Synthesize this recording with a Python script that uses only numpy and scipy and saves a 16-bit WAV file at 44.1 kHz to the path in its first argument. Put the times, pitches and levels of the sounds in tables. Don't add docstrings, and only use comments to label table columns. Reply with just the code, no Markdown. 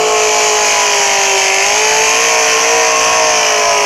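import sys
import numpy as np
from scipy import signal
from scipy.fft import rfft, irfft
from scipy.io import wavfile
from scipy.ndimage import uniform_filter1d, minimum_filter1d

SR = 44100
rng = np.random.default_rng(int(sys.argv[2]) if len(sys.argv) > 2 else 0)


def magnitude_from_level(level_db):
    exponent = np.asarray(level_db, float) / 20
    return 10 ** exponent


def output_pcm(signal):
    pcm = np.clip(np.atleast_2d(signal).T, -1, 1) * 32767
    wavfile.write(sys.argv[1], SR, np.round(pcm).astype(np.int16))


N = 169785
TIME_S = np.arange(N) / SR

# t/s, cycle rate f/Hz, firing tone level/dB, its octave level/dB, bank-beat tone level/dB
ENGINE = [(0.0, 54.26, -14, -25.5, -31.5), (0.59, 52.98, -21, -21, -26.5),
          (0.79, 52.05, -26.5, -20.5, -21.5), (0.87, 52.2, -23.5, -32, -22), (1.01, 50.5, -24, -20.5, -22),
          (1.49, 48.2, -22, -23.5, -33), (1.6, 48.92, -23.5, -21, -31), (1.81, 53.84, -23, -22, -36),
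          (2.0, 54.8, -15.5, -18, -34), (2.08, 55.07, -20.5, -23, -25), (2.24, 57.63, -22.5, -29, -24.5),
          (2.54, 55.75, -19.5, -32, -21.5), (2.74, 58.23, -18, -28, -29), (3.03, 56.43, -22, -55, -17),
          (3.13, 57.57, -28, -30, -21.5), (3.23, 57.25, -21.5, -22, -21), (3.46, 54.13, -25, -45, -27),
          (3.85, 51.64, -22, -27, -17.5)]


def evened(x):
    return x / np.sqrt(np.mean(x ** 2) + 1e-20)


def read(points, hz):
    f, db = np.transpose(points)
    return np.interp(np.log(hz + 1), np.log(f + 1), db, left=-90, right=-90)


def slow(top_hz, count):
    t = np.arange(0, N + 256, 256) / SR
    hz = top_hz * np.geomspace(.15, 1, num=16)[:, None]
    sines = np.sin(2 * np.pi * (hz * t + rng.random((count, 16, 1))))
    sums = (sines / np.sqrt(hz)).sum(1)
    return np.array([np.interp(TIME_S, t, evened(s)) for s in sums])


def control(column):
    points = np.transpose(ENGINE)
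    return np.interp(TIME_S, points[0], points[column])


def cycles():
    hz = control(column=1)
    return hz, np.cumsum(hz) / SR


def orders(multiples, levels_db, wobble_db, wobble_hz):
    wander_s, wander_hz = 3e-5, 24.71
    hz, turn = cycles()
    sways = slow(wobble_hz, count=len(multiples))
    wanders = slow(wander_hz, count=len(multiples))
    total = np.zeros(N)
    for k, db, sway, wander in zip(multiples, levels_db, sways, wanders):
        phase = round(k) * (turn + wander_s * hz * wander) + rng.random()
        total += magnitude_from_level(db + wobble_db * sway) * np.sin(2 * np.pi * phase)
    return total


def cracks():
    # place in cycle/1, crack level/dB
    cylinders = [
        (.08, 2.5),
        (.15, -3),
        (.27, -2.7),
        (.41, -1.2),
        (.59, 1.5),
        (.73, 3),
        (0.809, -3),
        (.91, -5.3),
    ]
    crack_t60_s, puff_t60_s, jitter_s = 0.015, 0.018, 3.2e-5
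    drift_db, drift_hz, spread_db = 1.6, 2.075, 1.5
    firings = 300
    turn, t = cycles()[1], np.arange(1024) / SR
    crack, gate = np.zeros(N), np.zeros(N)
    for (place, db), drift in zip(cylinders, slow(drift_hz, count=len(cylinders))):
        luck = rng.standard_normal((firings, 2))
        at = np.interp(np.arange(firings) + place, turn, np.arange(N), right=N)
        at = at + jitter_s * SR * luck[:, 0]
        keep = at < N - 2
        i, part = at[keep].astype(int), at[keep] % 1
        size = magnitude_from_level(db + drift_db * drift[i] + spread_db * luck[keep, 1])
        train = np.zeros(N)
        train[i], train[i + 1] = size * (1 - part), size * part
        burst = evened(rng.standard_normal(1024) * magnitude_from_level(-60 * t / crack_t60_s))
        crack += signal.oaconvolve(train, burst)[:N]
        gate += signal.oaconvolve(train, magnitude_from_level(-60 * t / puff_t60_s))[:N]
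    hiss = signal.lfilter([1, -.55], [1], rng.standard_normal((2, N)))
    crack = signal.lfilter([1], [1, -.25], crack)
    gust = magnitude_from_level(.7 * slow(20, count=1)[0])
    crack_db, puff_db, steady_db = -17.5, -18.5, -19
    return [(crack_db, gust * crack), (puff_db, gust * gate * hiss[0]), (steady_db, gust * hiss[1])]


def overtones():
    # multiple of cycle/1, level/dB
    rings = [(28, -3), (31, -1), (32, -1), (35, 0), (36, 1), (39, 0), (42, -3), (43, -1), (44, 0), (47, 0),
             (48, -2), (51, -2), (52, -1), (55, 0), (59, -3), (63, -1)]
    multiples, levels_db = np.transpose(rings)
    return [(-23, orders(multiples, levels_db, wobble_db=2.5, wobble_hz=12))]


def over_ground(layers):
    # f/Hz, level/dB
    near_colour = [(900, -23), (1500, -10.5), (2500, -2.5), (3700, -10), (6900, -2.5), (8600, -25),
                   (11700, -28), (15800, -53)]
    # f/Hz, level/dB
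    halfway_colour = [(900, -40), (1500, -8), (2450, -0.5), (3900, -11.5), (6400, 1.5), (8700, -26.5),
                      (10900, -22), (15800, -49.5)]
    # f/Hz, level/dB
    far_colour = [(900, -53), (1500, -8.5), (2600, -3.5), (4000, -16), (5900, 0.5), (8000, -22),
                  (11800, -31), (15800, -48)]
    halfway_s, opening_s, opening_db, patch_db = 2.2, .25, -5, 1.5
    hz, t, z = signal.stft(np.array([x for _, x in layers]), SR, nperseg=512)
    half = np.interp(t, [0, halfway_s, N / SR], [0, 1, 0])
    near = (1 - half) * (t < halfway_s)
    far = (1 - half) * (t >= halfway_s)
    db = np.outer(read(near_colour, hz), near)
    db += np.outer(read(halfway_colour, hz), half)
    db += np.outer(read(far_colour, hz), far)
    db += opening_db * np.maximum(1 - t / opening_s, 0)
    luck = rng.standard_normal((len(t), len(hz)))
    patches = uniform_filter1d(uniform_filter1d(luck, size=40, axis=0), size=3, axis=1)
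    db += patch_db * evened(patches).T
    coloured = signal.istft(z * magnitude_from_level(db), SR, nperseg=512)[1][:, :N]
    return sum(magnitude_from_level(level_db) * evened(x) for (level_db, _), x in zip(layers, coloured))


def tones():
    # multiple of cycle/1, rms level/dB, drift with distance/(dB/s), bend/(dB/s2),
    # rise with speed/(dB/Hz)
    exhaust = [(3.0, -48.5, 0, 1.5, 0.7), (5.0, -41, -0.7, 0.5, 1.35), (6.0, -48.5, 0.0, 0.5, 0.5),
               (7.0, -44.5, -2.5, 1.8, 1.9), (9.0, -37.5, -1.2, 2.3, 1.24), (10.0, -38, -0.5, -0.5, 1.5),
               (11.0, -27.5, 2, 1.2, 1.24), (12.0, -29, -0.6, 1.2, 0.1), (13.0, -26.5, 0.14, 2.0, 0.4),
               (14.0, -32.5, 6, -5, -1), (15.0, -32.5, 0.5, 0.7, -0.3), (17.0, -35.5, 4, 0.9, 2),
               (18.0, -33, 1.8, -4, 1.2), (20.0, -34, -0.9, 2.1, -1.2), (21.0, -38, -1.5, 1, 0.9),
               (22.0, -46, 2.5, 2, -0.5), (23.0, -45, -2, 0.6, 1.5), (24.0, -42, 0.5, 2.9, -0.9)]
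    leading = [8, 16, 19]
    mid_s, mid_hz = 1.9, 54
    hz, t = cycles()[0] - mid_hz, TIME_S - mid_s
    levels_db = [db + drift * t + bend * t ** 2 + rise * hz for _, db, drift, bend, rise in exhaust]
    levels_db += [control(column=c) for c in range(2, len(ENGINE[0]))]
    multiples = [row[0] for row in exhaust] + list(leading)
    return np.sqrt(2) * orders(multiples, levels_db, wobble_db=2, wobble_hz=14)


def roar():
    # f/Hz, level/dB
    turbulence = [(15, -54), (25, -24), (332, -16.5), (415, -9), (519, -11.5), (626, -4.5), (756, -8),
                  (1030, -5.5), (1500, -14), (1950, -61), (3300, -120)]
    hz = np.fft.rfftfreq(N, 1 / SR)
    noise = rfft(rng.standard_normal(N))
    return magnitude_from_level(-25.5) * evened(irfft(noise * magnitude_from_level(read(turbulence, hz)), N))


def buffet():
    centre_s, length_s, level_db, top_hz = 3.1, .12, -34, 110
    lowpass = signal.butter(2, top_hz, fs=SR, output="sos")
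    low = signal.sosfilt(lowpass, rng.standard_normal(N))
    return magnitude_from_level(level_db) * evened(low) * np.exp(-((TIME_S - centre_s) / length_s) ** 2)


def scene():
    return (over_ground(cracks() + overtones()) + tones() + roar() + buffet())[None]


def roll_off(x):
    return signal.sosfilt(signal.butter(12, 15910, fs=SR, output="sos"), x)


def record(dry):
    # f/Hz, level/dB
    housing = [(20, -6), (3210, 2.5), (3480, -7.5), (4000, -3.5), (4250, -1), (12800, -0.5), (14400, -3),
               (22100, 14)]
    squeeze, clip_level, edge_hz = .45, 0.71, 15720
    hz = np.fft.rfftfreq(N, 1 / SR) + 20
    x = irfft(rfft(dry) * magnitude_from_level(read(housing, hz)), N)
    power = uniform_filter1d(uniform_filter1d(x ** 2, size=500), size=500)
    x = x * (np.mean(power) / power) ** (squeeze / 2)
    gain = minimum_filter1d(np.minimum(clip_level / (abs(x) + 1e-9), 1), size=9)
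    x = x * uniform_filter1d(uniform_filter1d(gain, size=5), size=5)
    lowpass = signal.firwin(511, edge_hz, window=("kaiser", 9), fs=SR)
    return roll_off(signal.oaconvolve(x, lowpass[None], "same"))


dry = scene()
out = record(dry)
output_pcm(out)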